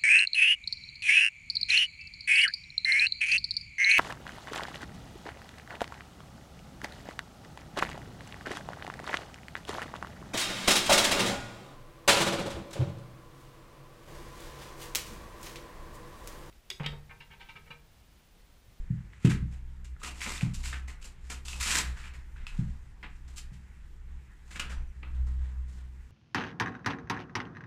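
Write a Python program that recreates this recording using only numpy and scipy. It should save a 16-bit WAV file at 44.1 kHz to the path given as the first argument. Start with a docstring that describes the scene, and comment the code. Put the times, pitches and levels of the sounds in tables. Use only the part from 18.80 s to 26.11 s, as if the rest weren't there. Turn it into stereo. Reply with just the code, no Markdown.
"""A far engine drones, wavering in strength, over a deep rumble and faint room hiss.
A boot heel thuds on the floor and sets the low modes of a hard-walled room ringing.
Gloved hands work the boot and its straps: leather and webbing scrape in clumps of tiny slips,
while buckles and stiff edges tick, each a snap of noise with a few cycles of ring."""
import sys
import numpy as np
from scipy import signal
from scipy.fft import rfft, irfft, next_fast_len
from scipy.io import wavfile

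SR = 44100
rng = np.random.default_rng(int(sys.argv[2]) if len(sys.argv) > 2 else 0)


def to_wav(sig):
    """Store sig (one row per channel, or 1-D mono) as 16-bit WAV at the path in sys.argv[1].

    Samples outside -1..1 are clipped; the rate is SR.
    """
    pcm = np.clip(np.atleast_2d(sig), -1, 1) * 32767
    pcm = np.round(pcm).astype(np.int16)
    wavfile.write(sys.argv[1], SR, pcm.T)  # frames by channels


N = 322299

# How alike the two ears hear the room: freq_hz, correlation
EAR_LIKENESS = [(60, 0.99), (180, 0.98), (550, -0.22), (1650, 0.11), (4970, -0.12), (15000, -0.014)]
# Strokes of leather and webbing; treble and body are set against the mids:
# start_s, swell_s, hold_s, fade_db_per_s, level_db, treble_db, body_db, creak_hz
STROKES = [ (0.325, 0.0038, .003, 72, -60, -12.5, -11, 2020), (0.398, .04, .005, 300, -53.5, -4, -10, 2300),
           (0.447, 0.0033, 0.0037, 400, -34.5, -4.5, -7, 2600),
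           (0.49, 0.013, 0.012, 283, -35.5, -6, -19, 1760), (0.712, 0.012, .02, 300, -61.5, -2, -4, 2000),
           (1.044, .002, 0.0034, 480, -53, 2, -19, 2400), (1.197, 0.0093, 0.017, 300, -57, -0.5, -5, 1500),
           (1.23, 0.0029, 0.048, 331, -40.5, -0.5, -9, 2410),
           (1.344, 0.041, 0.012, 300, -50.5, 2, -3.5, 2340), (1.406, .008, 0.03, 250, -38, -0.5, -23, 2340),
           (1.457, .01, 0.013, 300, -43.5, -24, 2, 1300), (1.473, 0.0041, 0.063, 121, -41, 0.5, -30, 2240),
           (1.601, 0.014, 0.0062, 223, -46, -3, -2.5, 2350), (1.736, 0.012, 0.0031, 547, -47, 8, -18, 2830),
           (1.831, 0.023, 0.012, 175, -40.5, 3.5, -15, 2390), (1.768, 0.023, .02, 200, -59, 6.5, -1, 2500),
           (1.927, 0.0019, 0.0017, 356, -34.5, -18, -17, 1780),
           (2.076, 0.0044, 0.017, 303.5, -48, -2.5, -8, 2060),
           (2.214, 0.0036, .015, 341, -56.5, 2, -16, 2700), (2.24, .003, 0.017, 336, -54, 7, -4, 2670),
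           (2.41, 0.047, 0.055, 291, -63, 0, -8, 2000), (2.498, 0.0032, 0.026, 294, -45, 1.5, -7, 2380),
           (2.651, .003, 0.012, 202, -50.5, 6.5, -12, 2730), (2.677, .006, .03, 150, -48, 6, -11, 2750),
           (2.726, .006, 0.032, 152, -53.5, 6, 0.5, 2700), (2.798, 0.011, 0.034, 200, -37, 4.5, -21, 2240),
           (2.836, 0.038, 0.073, 300, -30.5, 1.5, -15.5, 2500),
           (2.925, 0.031, 0.032, 411, -29.5, 2, -12.5, 1950),
           (3.045, 0.028, 0.0061, 225, -44.5, -3, -8, 1690), (3.147, .03, 0.049, 196, -49, -8, -15, 1680),
           (3.24, .01, 0.027, 304, -50.5, -8, -23, 2260), (3.335, .002, .004, 212, -51.5, -6, -14, 2070),
           (3.563, .003, 0.0035, 74, -55, -15, -13, 1800), (3.666, .003, .003, 200, -46.5, -5, -26, 2480),
           (3.707, 0.012, 0.068, 53, -59.5, -3, -2, 1790),
           (4.231, .002, 0.0027, 373, -39.5, -26, -11.5, 1940),
           (4.302, 0.055, 0.0078, 271, -67.5, -1, -25, 1720),
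           (4.477, 0.0035, 0.022, 150, -61.5, 0, -6, 1880),
           (4.561, 0.021, .003, 403, -50.5, 8.5, -18, 2720), (4.722, 0.014, 0.0012, 230, -62, 1, -21, 2370),
           (5.706, 0.0018, 0.0027, 131, -48, -2.5, -13, 2230),
           (5.755, 0.0066, 0.0024, 650, -39.5, -6.5, -11.5, 1900),
           (5.795, 0.0017, .002, 652, -32.5, -2.5, -16, 2700),
           (5.807, 0.0024, 0.036, 250, -44, -12, -8, 1460), (5.894, .004, 0.028, 359, -45, -7.5, -7, 1560),
           (5.654, .01, .02, 300, -63.5, 1, -5, 2200), (5.963, .003, 0.05, 204, -64, -16, -1, 1920),
           (6.228, 0.0022, .002, 600, -44.5, -35, -7.5, 2300),
           (6.235, .003, 0.036, 300, -57, -31, -2, 1360), (6.3, .05, .07, 203, -65, -18, -0.5, 1660),
           (6.466, .003, .003, 178, -59.5, -1.5, 1.5, 1750), (6.583, 0.048, 0.046, 90, -61.5, -8, -2, 1740),
           (6.879, .01, 0.098, 206, -70.5, 5, 0, 1770), (6.97, .005, 0.025, 166, -63, -9, -5, 1660),
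           (6.345, .003, 0.009, 302, -63.5, -6, -10, 3200), ]
RIGHT_LAG_SAMPLES = 3      # the boot reaches the right side late


def amp(db):
    return 10 ** (np.asarray(db) / 20)


def unit_rms(x):
    return x / np.sqrt(np.mean(x ** 2) + 1e-20)


def envelope(points):
    return np.interp(np.arange(N) / SR, *np.transpose(points))


def at_hz(points, hz):
    freqs, values = np.transpose(points)
    return np.interp(np.log(hz), np.log(freqs), values)


def band(x, low_hz, high_hz):
    return signal.sosfilt(signal.butter(2, [low_hz, high_hz], "band", fs=SR, output="sos"), x)


def coloured(x, spectrum):
    """Shapes a signal with an EQ curve."""
    size = next_fast_len(N)
    hz = np.maximum(np.arange(size // 2 + 1) * SR / size, 1)
    return irfft(rfft(x, size) * amp(at_hz(spectrum, hz)), size)[..., :N]


def drift(rate_hz):
    """Smooth random wander of unit spread: noise through two one-pole low-passes."""
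    hop, run_in = 40, 2000
    pole = np.exp(-2 * np.pi * rate_hz * hop / SR)
    noise = rng.standard_normal(N // hop + run_in + 2)
    slow = signal.lfilter([1], [1, -2 * pole, pole * pole], noise)[run_in:]
    return np.interp(np.arange(N) / hop, np.arange(len(slow)), unit_rms(slow))


def ring(clicks, hz, t60_s):
    """One mode: a unit click starts a decaying sine of height 1."""
    r, w = amp(-60 / (t60_s * SR)), 2 * np.pi * hz / SR
    return signal.lfilter([0, np.sin(w)], [1, -2 * r * np.cos(w), r * r], clicks + 1e-18)


def stereo_bands(length):
    """Yields half-octave bands of stereo noise, nearly mono in the bass and wide above."""
    edges_hz = 45 * 2 ** np.arange(0, 8.6, .5)
    white = rng.standard_normal((2, 2, length))
    for k, (low, high) in enumerate(zip(edges_hz, edges_hz[1:])):
        mid, side = band(white[k % 2], low, high)
        hz = np.sqrt(low * high)
        alike = at_hz(EAR_LIKENESS, hz)
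        yield hz, np.sqrt(1 + alike) * mid + np.sqrt(1 - alike) * side * [[1], [-1]]


def engine_drone(firing_hz=63, waver_hz=.8):
    """A far engine's firing tone and overtones share one wandering pitch; the overtones swell less."""
    # Strength of the firing tone: time_s, level_db
    swells = [(0.0, -52.5), (0.2, -44), (0.39, -84), (0.45, -40), (0.63, -35.5), (1.14, -46), (1.22, -61),
              (1.26, -47.5), (1.77, -45.5), (1.87, -36), (2.07, -39), (2.2, -56), (2.82, -38),
              (2.86, -45.5), (3.11, -33.5), (3.25, -49.5), (3.39, -41), (3.45, -57.5), (3.6, -43),
              (3.7, -65), (3.8, -36.5), (4.15, -57), (4.47, -44.5), (5.04, -58.5), (5.35, -44), (5.49, -60),
              (6.02, -34.5), (6.08, -50.5), (6.42, -29.5), (7.3, -50.5)]
    # Engine overtones: harmonic, level_db
    overtones = [(2, -17.5), (3, -27), (4, -38.5), (5, -39)]
    level_db = envelope(swells)
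    phase = 2 * np.pi * np.cumsum(firing_hz + waver_hz * drift(2.586)) / SR
    tone = amp(level_db + 2.53 * drift(11)) * np.sin(phase)
    overtone_db = 0.81 * (level_db + 45.5) - 44
    for harmonic, db in overtones:
        tone += amp(overtone_db + db + 2.0 * drift(7.6)) * np.sin(harmonic * phase)
    sway = amp(np.array([[.3], [-.3]]) * drift(3.3))
    return np.sqrt(2) * tone * sway


def floor_rumble():
    """Deep, lumpy noise comes through the floor."""
    # Strength of the rumble: time_s, level_db
    swells = [(0.0, -35), (0.41, -80), (0.45, -42.5), (1.36, -50), (1.83, -38), (1.91, -46.5),
              (3.52, -48.5), (3.76, -34.5), (4.13, -53.5), (4.55, -43.5), (4.84, -57.5), (5.12, -43),
              (5.71, -54.5), (6.02, -30), (6.18, -58), (6.24, -36.5), (6.69, -46.5), (7.3, -51)]
    lows = band(rng.standard_normal(N + SR), 17.4, 34.4)
    lows = band(lows, 8.1, 38)[SR:]
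    return amp(envelope(swells)) * unit_rms(lows)


def room_hiss(level_db=-56.5):
    """Faint room tone whose bands waver, slowly together and faster on their own."""
    # Colour of the room tone: freq_hz, gain_db
    colour = [(24, -41), (40, 1.5), (93, -16.5), (197, -21), (247, -29), (377, -29.5), (577, -37),
              (740, -38.5), (838, -32.5), (1190, -35.5), (1860, -32.5), (4460, -49), (7710, -47.5),
              (10400, -55.5), (15500, -57)]
    together_db = drift(0.94)
    hiss = sum(noise * amp(together_db + 1.8 * drift(7)) for _, noise in stereo_bands(N))
    hiss = coloured(hiss, colour)
    return amp(level_db) * hiss / np.std(band(hiss, 64.7, 15000))


def heel_thuds():
    """The heel pushes into the floor and rings the low modes and the room; soft contact sounds dull."""
    # Heel blows: start_s, level_db, contact_cutoff_hz
    blows = [(0.101, -15, 187), (0.446, -5.5, 364), (0.622, -20, 183), (1.627, -13.5, 224),
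             (3.787, -15, 214), (4.715, -35, 192)]
    # Low modes of floor and room: pitch_hz, level_db, t60_s
    modes = [(92.3, -2, 0.82), (124.1, 7, 0.31), (136.2, 1, 0.27), (162.3, 3, 0.27), (183.5, -3.5, 0.35),
             (211.8, -4.5, 0.38), (250, -9, 0.23), (283.3, -23.5, 0.37), (327, -34, 0.23),
             (386.7, -3.5, 0.13), (442, -2.5, 0.069), (600, -2.5, 0.12)]
    pushes = np.zeros(N)
    for start_s, db, contact_hz in blows:
        click = np.zeros(2000)
        click[0] = -amp(db + 11.0)
        at = round(start_s * SR)
        pushes[at:at + 2000] += signal.sosfilt(signal.butter(4, contact_hz, fs=SR, output="sos"), click)
    pushes = band(pushes, 117, 405)      # the floor yields over a cycle or two
    out = amp(24.5) * room_tail(np.array([pushes, pushes]))
    for k, (hz, db, t60_s) in enumerate(modes):
        lean = 0.43 * (-1) ** k * np.sqrt(1 - at_hz(EAR_LIKENESS, hz))   # upper modes favour one ear
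        out += amp(db - 24.0) * ring(pushes, hz, t60_s) * [[1 + lean], [1 - lean]]
    return signal.sosfilt(signal.butter(1, 70, "high", fs=SR, output="sos"), out)


def room_tail(x, wet_db=-8, build_s=0.0047):
    """Reflections off the hard walls build into a diffuse tail that dies band by band."""
    # Decay of the room: freq_hz, t60_s
    decay = [(200, 0.38), (1000, 0.34), (3000, 0.28), (8000, 0.16), (14000, 0.25)]
    t = np.arange(SR // 2) / SR
    tail = sum(noise * amp(-60 * t / at_hz(decay, hz)) for hz, noise in stereo_bands(len(t)))
    tail *= 1 - np.exp(-t / build_s)
    tail /= np.sqrt(np.sum(tail ** 2) / 2)
    return amp(wet_db) * signal.fftconvolve(x, tail, axes=1)[:, :N]


def stroke_gain(share_db, rest_share_db, fade_speed=1, bite_db=11.5):
    """Each stroke bites in bite_db under full level, swells, holds and fades over a faint cloth rustle."""
    t = np.arange(0, N, 64) / SR
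    start_s, swell_s, hold_s, fade_db_per_s, level_db = np.transpose(STROKES)[:5, :, None]
    age = t - start_s
    swell_db = -bite_db * np.clip(1 - age / swell_s, 0, 1)
    fade_db = -fade_speed * fade_db_per_s * np.maximum(age - swell_s - hold_s, 0)
    stroke_db = level_db + np.reshape(share_db, (-1, 1)) + swell_db + fade_db
    rustle_db = -76.5 + rest_share_db
    power = np.sum(amp(2 * stroke_db) * (age >= 0), axis=0) + amp(2 * rustle_db)
    return np.interp(np.arange(N) / SR, t, np.sqrt(power))


def leather_scrapes(slips_per_s=5000, rest_creak_hz=1650, left_db=4):
    """Clumps of uneven slips excite a creak resonance; each ear hears another part of the boot."""
    # Colour of rubbed leather and webbing: freq_hz, gain_db
    colour = [(88, -72), (150, 3.5), (314, -6), (388, -9), (453, -7.5), (656, -10.5), (722, -3),
              (796, -7.5), (948, 1), (1320, 5.5), (5990, 1), (7410, 5), (15500, -25.5)]
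    treble_db, body_db, creak_hz = np.transpose(STROKES)[5:]
    sizes = amp(3.23 * np.minimum(rng.exponential(1, (2, N)), 4)) * rng.choice([-1, 1], (2, N))
    clumps = amp(1.7 * drift(50))
    left, right = sizes * (rng.random((2, N)) < slips_per_s / SR) * clumps
    right = 1.195 * right + 0.44 * np.roll(left, RIGHT_LAG_SAMPLES)
    slips = coloured(np.array([left, right]), colour)
    lows, lows_and_mids = (signal.sosfiltfilt(signal.butter(3, hz, fs=SR, output="sos"), slips)
                           for hz in (850, 3600))
    body, mids, treble = map(unit_rms, (lows, lows_and_mids - lows, slips - lows_and_mids))
    scrape = 0.65 * stroke_gain(0, 0) * mids
    # Strokes start bright and darken as they fade.
    scrape += stroke_gain(body_db, rest_share_db=-7.5, fade_speed=0.76) * body
    scrape += stroke_gain(treble_db, rest_share_db=-0.5, fade_speed=1.15, bite_db=9) * treble
    for hz in np.geomspace(900, 4400, num=12):      # bands nearest the creak resonance speak loudest
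        near_db, rest_db = (-164 * np.log(centre / hz) ** 2 for centre in (creak_hz, rest_creak_hz))
        scrape += 0.25 * stroke_gain(near_db, rest_db) * unit_rms(band(slips, hz / 1.133, hz * 1.163))
    return scrape * amp([[left_db / 2], [-left_db / 2]])


def buckle_ticks(t60_cycles=26.5, snap_t60_s=0.013):
    """Buckles and stiff edges knock: a snap of noise and a ring of as many cycles at any pitch."""
    # Ticks of buckles and edges: start_s, level_db, pitch_hz, left_over_right_db
    ticks = [(0.333, -37.5, 1980, -5), (0.45, -25, 1520, -5), (0.502, -26, 2120, -12),
             (1.164, -42, 1370, 7), (1.216, -34, 1250, 4), (1.235, -30, 1390, -8), (1.405, -28, 2430, 12),
             (1.416, -18, 2080, -2), (1.463, -16, 2270, -3), (1.578, -22.5, 3570, -12),
             (1.609, -16, 2480, -4), (1.747, -42, 5700, 2.5), (1.838, -24, 2200, 1.0),
             (1.926, -22, 1300, 2), (2.083, -32, 2020, 7.5), (2.217, -42, 5460, 2), (2.226, -35, 3050, 10),
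             (2.243, -33, 2700, -3), (2.502, -36, 2220, -4), (2.664, -52, 7680, 23),
             (2.682, -32.5, 2740, 26), (2.731, -26.5, 2620, 17), (2.81, -18.5, 2030, -13),
             (2.841, -23, 2600, 14), (3.17, -41, 1850, 3), (3.24, -32.5, 2380, 12), (3.337, -37, 2600, 0.0),
             (3.561, -37, 1500, -2.0), (3.667, -19.5, 2600, 10), (4.228, -23.5, 2020, -2),
             (4.572, -39, 7740, 9), (5.709, -38, 2020, 9), (5.757, -31, 2270, 11), (5.799, -25.5, 2900, 25),
             (5.883, -43, 1333, -16), (6.231, -33.5, 2488, 1), (6.475, -49, 1410, 0),
             (6.656, -50, 1800, 28)]
    out, t = np.zeros((2, N)), np.arange(900) / SR
    for start_s, db, hz, left_db in ticks:
        noise = unit_rms(band(rng.standard_normal(len(t)), .5 * hz, 1.68 * hz))
        snap = 0.41 * noise * amp(-60 * t / snap_t60_s)
        cycles = t * hz
        ping = np.sin(2 * np.pi * cycles) * amp(-60 * cycles / t60_cycles)
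        attack = 1 - np.exp(-cycles / .5)
        tick = amp(db - 6.5) * attack * (ping + snap)
        for ear, side in enumerate((1, -1)):
            at = round((start_s + .0008) * SR) + ear * RIGHT_LAG_SAMPLES
            out[ear, at:at + len(t)] += amp(side * left_db / 2) * tick
    return out


def buckle_ring(start_s=5.9):
    """One touched metal part rings on, thin and fluttering."""
    touch = np.zeros(N)
    touch[round(start_s * SR)] = amp(-71.5)
    return ring(touch, hz=5895, t60_s=0.5) * amp(10.0 * drift(80))


def scene():
    """Handwork and heel thuds in the room, over the bed of engine, rumble and hiss."""
    hands = leather_scrapes() + buckle_ticks() + buckle_ring()
    reflections = room_tail(hands[[0, 0]])      # the left channel feeds the room
    return hands + reflections + heel_thuds() + engine_drone() + floor_rumble() + room_hiss()


def record(dry, stop_hz=15800):
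    """A steep low-pass shaves off the very top."""
    return signal.sosfilt(signal.cheby2(22, 60, stop_hz, fs=SR, output="sos"), dry)


dry = scene()
out = record(dry)
to_wav(out)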